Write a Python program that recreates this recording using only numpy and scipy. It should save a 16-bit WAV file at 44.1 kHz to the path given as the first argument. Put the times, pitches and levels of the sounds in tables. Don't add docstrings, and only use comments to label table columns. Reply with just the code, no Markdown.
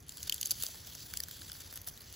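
import sys
import numpy as np
from scipy import signal
from scipy.fft import rfft, irfft, next_fast_len
from scipy.io import wavfile
from scipy.ndimage import uniform_filter1d, minimum_filter1d

SR = 44100
rng = np.random.default_rng(int(sys.argv[2]) if len(sys.argv) > 2 else 0)


def digitize_waveform(pressure):
    field = np.atleast_2d(pressure).T
    bounded = np.clip(field, -1, 1)
    quanta = np.round(bounded * 32767).astype(np.int16)
    wavfile.write(sys.argv[1], SR, quanta)


def natural_amplitude(level_db):
    exponent = np.asarray(level_db, float) / 20
    return 10 ** exponent


N = 94815

# start in seconds, peak level in dB, ring pitch in Hz, thud in dB, treble in dB.
LEAF_SNAPS = [(0.0034, -44, 5900, -39, -11), (0.0823, -38.5, 10300, -17, -11),
              (0.0926, -28, 7200, -43, -21.5), (0.121, -37, 5200, -24, -16),
              (0.1709, -32, 11400, -18, -17), (0.1804, -38, 7250, -5, -23), (0.2046, -39, 3180, -30, -8),
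              (0.2292, -26, 6180, -40, -21), (0.237, -36, 11100, -32, -10),
              (0.2759, -29.5, 11100, -22, -16), (0.296, -18, 4420, -36, -18),
              (0.3232, -18, 3150, -40, -19.5), (0.3426, -23, 14870, -49, -12),
              (0.3614, -33, 6500, -32, -12),
              (0.412, -19.5, 6800, -50, -12.5), (0.429, -21.5, 6450, -44, -21),
                (0.4523, -27.5, 6950, -46, -23), (0.4571, -19, 6380, -50, -12.5),
                (0.465, -30.5, 4500, -29, -20), (0.471, -24.5, 11150, -28, -14),
                (0.5079, -15.5, 6150, -31, -14), (0.5134, -16, 10200, -48, 1),
                (0.6236, -21, 7260, -26, -13), (0.6351, -17, 9750, -19.5, -15.5),
                (0.659, -34, 15300, -22, -14), (0.6649, -23, 6290, -34, -22), (0.685, -34, 10500, -16, -14),
                (0.7443, -37.5, 4830, -8, -15), (0.8708, -33, 14600, -16, -16),
                (0.9505, -32, 6700, -18, -15),
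              (1.137, -25.5, 15000, -14, -16), (1.1697, -32, 15000, -39, -10),
               (1.172, -21.5, 5060, -30, -19), (1.1922, -45, 6000, -17, -11),
               (1.2022, -28, 14700, -24, -11), (1.2355, -26, 14660, -11.5, -14),
               (1.2842, -32.5, 15200, -9, -14), (1.3109, -31, 12100, -13, -14),
               (1.418, -34.5, 3960, -7, -24), (1.517, -29, 4920, -13, -9), (1.6042, -37, 15030, -15, -16),
               (1.7259, -33, 12100, -5.5, 10), (1.7384, -33, 11900, -20, -3), (1.7571, -30, 12400, -8, -6),
               (1.767, -36.5, 14500, -8, -1), (1.7734, -29.5, 14100, -8, -20),
               (1.8153, -33.5, 12000, -16, -5), (1.8737, -25.5, 14700, -13, 12),
               (1.8848, -28, 5720, -20, -8), (2.1257, -35.5, 10950, -24.5, -9),
              (0.026, -49, 10000, -15, -14), (0.0652, -47, 10200, -26, -12), (0.2718, -35, 10800, -33, -6),
               (0.3293, -33, 6500, -37, -20), (.338, -38, 11000, -35, -10), (.38, -32.5, 3600, -31, -20),
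               (.4965, -32, 7200, -35, -16), (0.847, -41, 5660, -21, -30), (1.1123, -44, 6090, -12, -21),
               (1.1645, -39, 14500, -25, -17), (1.23, -40, 12000, -23, -9), (1.4135, -36.5, 4680, -8, -17),
               (1.493, -37, 7500, -24, -26), (1.4974, -34, 5300, -6, -28), (1.53, -35, 14900, -30, -5),
               (1.551, -43, 4500, 6, -19), (1.617, -39, 4760, -7, -10), (1.7105, -42, 12000, -18, -6),
               (1.8437, -42, 6680, -22, -22), (1.8658, -39, 14500, -25, -13), (1.871, -37, 14600, -23, -6),
               (1.892, -36, 14600, -23, -20), (1.975, -37.5, 3860, -19, -15),
               (2.006, -42.5, 4250, -28, -26), (2.018, -41, 11300, -28, -17)]
# frequency in Hz, level in dB.
LEAF_COLOUR = [(400, -22), (1500, -20.5), (2500, -9.5), (3050, 1.5), (5500, 2), (8500, 3.5), (14500, 3.5),
               (16500, -30)]
# start in seconds, peak level in dB, pitch in Hz.
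LEAF_PINGS = [(0.2959, -25.5, 3090), (.2961, -21, 14300), (0.296, -28, 7200), (.2961, -33, 11800),
              (.3235, -24.5, 3095), (.5078, -23, 11740), (0.5084, -32, 4680), (0.514, -25.5, 4520),
              (0.5117, -35, 10700), (1.1374, -40, 1560), (1.1378, -42.5, 2300), (1.138, -38.5, 4800),
              (1.1717, -31.5, 7600), (1.1722, -27.5, 10440), (1.2033, -27, 4910), (1.2055, -36, 15300),
              (1.2026, -27, 8240), (1.2027, -31, 11540), (1.2022, -40, 1820), (1.236, -34, 5860),
              (1.4977, -45.5, 1560), (1.52, -40, 3430), (1.886, -35, 12100), (.4292, -31.5, 3080),
              (0.624, -36.5, 3200)]
# time in seconds, level in dB, brightness in dB per octave.
BODY_DRAG = [(0, -65.5, 4), (0.061, -68, -5.5), (.1, -59.5, 0), (.2, -53, 2.5), (.3, -53, -3),
             (.4, -54, 0.5), (.5, -51.5, 1.5), (.56, -51.5, 1), (.7, -52.5, 2), (.82, -55, 0.5),
             (1.0, -53, 0.5), (1.3, -55, 0), (1.6, -53, 0), (1.83, -60, 1), (1.93, -59, 1.5),
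             (2.15, -56.5, -1)]
# frequency in Hz, level in dB.
RUSTLE_COLOUR = [(500, -35), (1150, -20), (1600, -9), (2400, -11.5), (3500, -0.5), (5000, -.5),
                 (6800, -1.5), (8500, -3.5), (15600, -3)]
# start in seconds, length in seconds, extra level in dB.
STEM_SCRAPES = [(.512, 0.013, 14.5), (0.577, 0.14, 6), (1.1, 0.014, 4.5), (2.2, 0.023, 8), (.271, .011, 8),
                (1.894, 0.0092, 2.5), (.866, .013, 5), (.598, .016, 3), (1.6, 0.026, 4), (1.76, 0.013, 5),
                (1.867, 0.035, 12.5)]
# start in seconds, peak level in dB, pitch in Hz.
PAVING_KNOCKS = [
    (0.274, -51, 490),
    (0.516, -49.5, 460),
    (0.634, -49.5, 500),
    (0.686, -49, 576),
    (0.745, -51, 550),
    (0.871, -55, 736),
    (0.951, -60, 620),
    (1.136, -59, 746),
    (1.72, -53, 670),
    (1.875, -50.5, 660),
]
# frequency in Hz, level in dB per Hz.
HUM_COLOUR = [(12, -35), (20, -53), (49, 4), (86, 3.5), (131, -3), (188, -8), (840, -18.5), (1770, -19),
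              (2500, -15), (3250, -41), (5500, -120)]
# frequency in Hz, left-right likeness (1 is identical).
HUM_LIKENESS = [(60, 0.97), (140, 0.96), (300, 0.7), (600, 0.27), (1200, 0.12), (2500, 0.69)]

LEAD = 256
PIVOT_HZ = 6500


def snap(level_db, ring_hz, thud_db, treble_db):
    rise_s, crack_s, shiver_s, creak_s = 0.00098, 0.0017, 0.0041, 0.0013
    shiver_db, creak_db, ring_db = -14.5, -15, -4
    t = (np.arange(2048) - LEAD) / SR
    after = np.maximum(t, 0)
    hz = np.fft.rfftfreq(2048, 1 / SR)
    fracture_noise, ring_noise = rng.standard_normal((2, 2048))

    rise = 1 - np.exp(-(after / rise_s) ** 2)
    crack_fade = np.exp(-(after / crack_s) ** 2)
    shiver_fade = natural_amplitude(shiver_db) * np.exp(-after / shiver_s)
    creak = natural_amplitude(creak_db) * np.exp(-abs(t) / creak_s)
    shape = rise * (crack_fade + shiver_fade) + creak
    fractures = fracture_noise * (0.51 + abs(ring_noise)) * shape

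    brightness = 0.5 * (treble_db + 18)
    gain = natural_amplitude(read(LEAF_COLOUR, hz) + brightness * tilt(hz))
    gain = gain / np.sqrt(np.mean(gain ** 2))
    gain = gain + natural_amplitude(thud_db + 9) / (1 + ((hz - 1620) / 430) ** 2)
    log_gain = np.log(np.concatenate([gain, gain[-2:0:-1]]) + 1e-5)
    colour = np.fft.ifft(np.exp(np.conj(signal.hilbert(log_gain)))).real
    crack = signal.fftconvolve(fractures, colour[:512])[:2048]

    width_hz = 420 * np.sqrt(ring_hz / PIVOT_HZ)
    strike = ring_noise * rise * np.exp(-after / 0.00018)
    ringing = ring(ring(strike, ring_hz, width_hz), ring_hz, 2 * width_hz)
    sound = evened(crack) + natural_amplitude(ring_db) * evened(ringing)
    loudest = np.sqrt(uniform_filter1d(sound ** 2, size=40).max())
    return natural_amplitude(level_db - 6.5) * sound / loudest


def snaps():
    out = np.zeros(N + 4096)
    for start, *settings in LEAF_SNAPS:
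        out[round(start * SR):][:2048] += snap(*settings)
    return out[LEAD:N + LEAD]


def pings():
    out, t = np.zeros(N + 1024), np.arange(1024) / SR
    swell = 1 - np.exp(-(t / 0.00032) ** 2)
    for start, level_db, hz in LEAF_PINGS:
        width_hz = 284 * np.sqrt(hz / PIVOT_HZ)
        shape = swell * np.exp(-np.pi * width_hz * t)
        tone = np.sin(2 * np.pi * (hz * t + rng.random()))
        out[round(start * SR):][:1024] += natural_amplitude(level_db) * shape / shape.max() * tone
    return out[:N]


def rustle():
    ticks_per_s, tick_spread_db, ticks_db, hiss_db = 350, 2.5, 0, 1.5
    sizes = natural_amplitude(tick_spread_db * np.minimum(rng.exponential(1, N), 4))
    ticks = sizes * (rng.random(N) < ticks_per_s / SR)
    puffs = signal.oaconvolve(ticks ** 2, np.exp(-np.arange(300) / (0.0031 * SR)))[:N]
    drive = natural_amplitude(ticks_db) * evened(np.sqrt(abs(puffs))) + natural_amplitude(hiss_db)
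    for start, length, scrape_db in STEM_SCRAPES:
        progress = np.clip((np.arange(N) / SR - start) / length, 0, 1)
        drive = drive * natural_amplitude(scrape_db * np.sin(np.pi * progress ** 0.69) ** 0.5)

    hz, t, z = signal.stft(drive * rng.standard_normal(N), SR, nperseg=256, noverlap=192)
    s, level_db, bright_db = np.transpose(BODY_DRAG)
    colour_db = read(RUSTLE_COLOUR, hz)[:, None] + tilt(hz)[:, None] * np.interp(t, s, bright_db)
    z = z * natural_amplitude(colour_db + np.interp(t, s, level_db) + 2.0 * patches(z.shape, 5, 40))
    return signal.istft(z, SR, nperseg=256, noverlap=192)[1][:N]


def knocks():
    out, t = np.zeros(N + 2048), np.arange(2048) / SR
    for start, level_db, hz in PAVING_KNOCKS:
        push = rng.standard_normal(2048) * t * np.exp(-2 * t / 0.0066)
        puff = ring(push, hz, 210)
        out[round(start * SR):][:2048] += natural_amplitude(level_db + 1) * puff / abs(puff).max()
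    return out[:N]


def hum():
    level_db, hush_db, hush_s = -56.5, -4.5, 0.09
    frames, hz = N // 512 + 5, np.fft.rfftfreq(2048, 1 / SR)
    a, b, c, d = rng.standard_normal((frames, 1025, 4)).T
    left, other = a + 1j * b, c + 1j * d
    same = np.clip(read(HUM_LIKENESS, hz), -1, 1)[:, None]
    z = np.array([left, same * left + np.sqrt(1 - same ** 2) * other])
    fade_db = -14 * np.log2(np.maximum(hz / 1800, 1))
    z *= natural_amplitude((read(HUM_COLOUR, hz) + fade_db)[:, None] + 1.1 * patches(left.shape, 9, 8))
    z *= natural_amplitude(hush_db * np.outer(hz > 500, np.arange(frames) * 512 / SR < hush_s))
    z /= 1 + (40 / (hz[:, None] + 1)) ** 4
    return natural_amplitude(level_db) * evened(signal.istft(z, nperseg=2048, noverlap=1536)[1][:, :N])


def bounced(x):
    lag, share = round(0.00066 * SR), 0.22
    echo = np.concatenate([np.zeros(lag), x[:-lag]])
    return (x + share * echo) / np.sqrt(1 + share ** 2)


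def ports(x):
    from_hz, to_hz, lag_s = 6780, 15470, 0.00023
    echo_s, echo_share, scatter_s, scatter_db = 0.00061, 0.3, 0.003, -15
    size = next_fast_len(N + 4096)
    hz = np.fft.rfftfreq(size, 1 / SR)
    lag = np.exp(-1j * np.pi * lag_s * (np.clip(hz, from_hz, to_hz) - from_hz))
    echo = echo_share * np.exp(-2j * np.pi * hz * echo_s) / (1 + (hz / 6500) ** 8)
    taps = rng.standard_normal((2, 600)) * np.exp(-np.arange(600) / (scatter_s * SR))
    scatter = natural_amplitude(scatter_db) * rfft(taps / np.linalg.norm(taps[0]), size)
    paths = np.array([lag * (1 + echo), (1 - echo) / lag]) + scatter
    return irfft(rfft(x, size) * paths, size)[:, :N]


def ring(x, hz, width_hz):
    r = np.exp(-np.pi * width_hz / SR)
    return signal.lfilter([1, 0, -1], [1, -2 * r * np.cos(2 * np.pi * hz / SR), r * r], x)


def evened(x):
    return x / np.sqrt(np.mean(x ** 2) + 1e-20)


def read(points, hz):
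    f, value = np.transpose(points)
    return np.interp(np.log(hz + 1), np.log(f + 1), value)


def tilt(hz):
    return np.log2(np.maximum(hz, 2500) / PIVOT_HZ)


def patches(shape, bins, frames):
    noise = rng.standard_normal(shape[::-1]).T
    smooth = uniform_filter1d(noise, size=bins, axis=0)
    return evened(uniform_filter1d(smooth, size=frames, axis=1))


def scene():
    plants = bounced(snaps() + rustle())
    return ports(plants + knocks() + pings()) + hum()


def thin_stereo(x):
    busy_db, loud_db, low_gate_db, gate_db = 6.8, 13, -9.5, -6.5
    mid_side = np.array([x[0] + x[1], x[0] - x[1]]) / 2
    hz, t, z = signal.stft(mid_side, SR, nperseg=1024)
    band = np.arange(len(hz)) // 16
    bands = np.arange(band[-1] + 1)
    power = np.array([[(abs(c[band == k]) ** 2).mean(0) for k in bands] for c in z])

    treble_db = 10 * np.log10(power[:, 4:].sum((0, 1)) + 1e-20)
    excess_db = treble_db - minimum_filter1d(treble_db, size=7)
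    calm = excess_db < busy_db
    calm = calm & (np.roll(excess_db, 1) < loud_db) & (np.roll(excess_db, 2) < loud_db)
    high = (bands >= 4)[:, None] & calm

    power_db = 10 * np.log10(uniform_filter1d(power, size=3, axis=2) + 1e-20)
    gate = np.where(bands < 9, low_gate_db, gate_db)[:, None]
    weaker = power_db - power_db[::-1] < gate
    keep = np.where(high & weaker, 0, 1 + 0j)
    random_phase = np.exp(2j * np.pi * rng.random(high.shape[::-1]).T)
    keep[1] *= np.where(high, random_phase, 1)
    keep[:, 23:] *= excess_db > loud_db
    mid, side = signal.istft(z * keep[:, band], SR, nperseg=1024)[1][:, :N]
    return np.array([mid + side, mid - side])


def low_pass(x):
    return signal.sosfilt(signal.butter(12, 16960, fs=SR, output="sos"), x)


def record(dry):
    x = signal.oaconvolve(dry, signal.firwin(95, 16250, fs=SR)[None], "same")
    return low_pass(thin_stereo(x))


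dry = scene()
out = record(dry)
digitize_waveform(out)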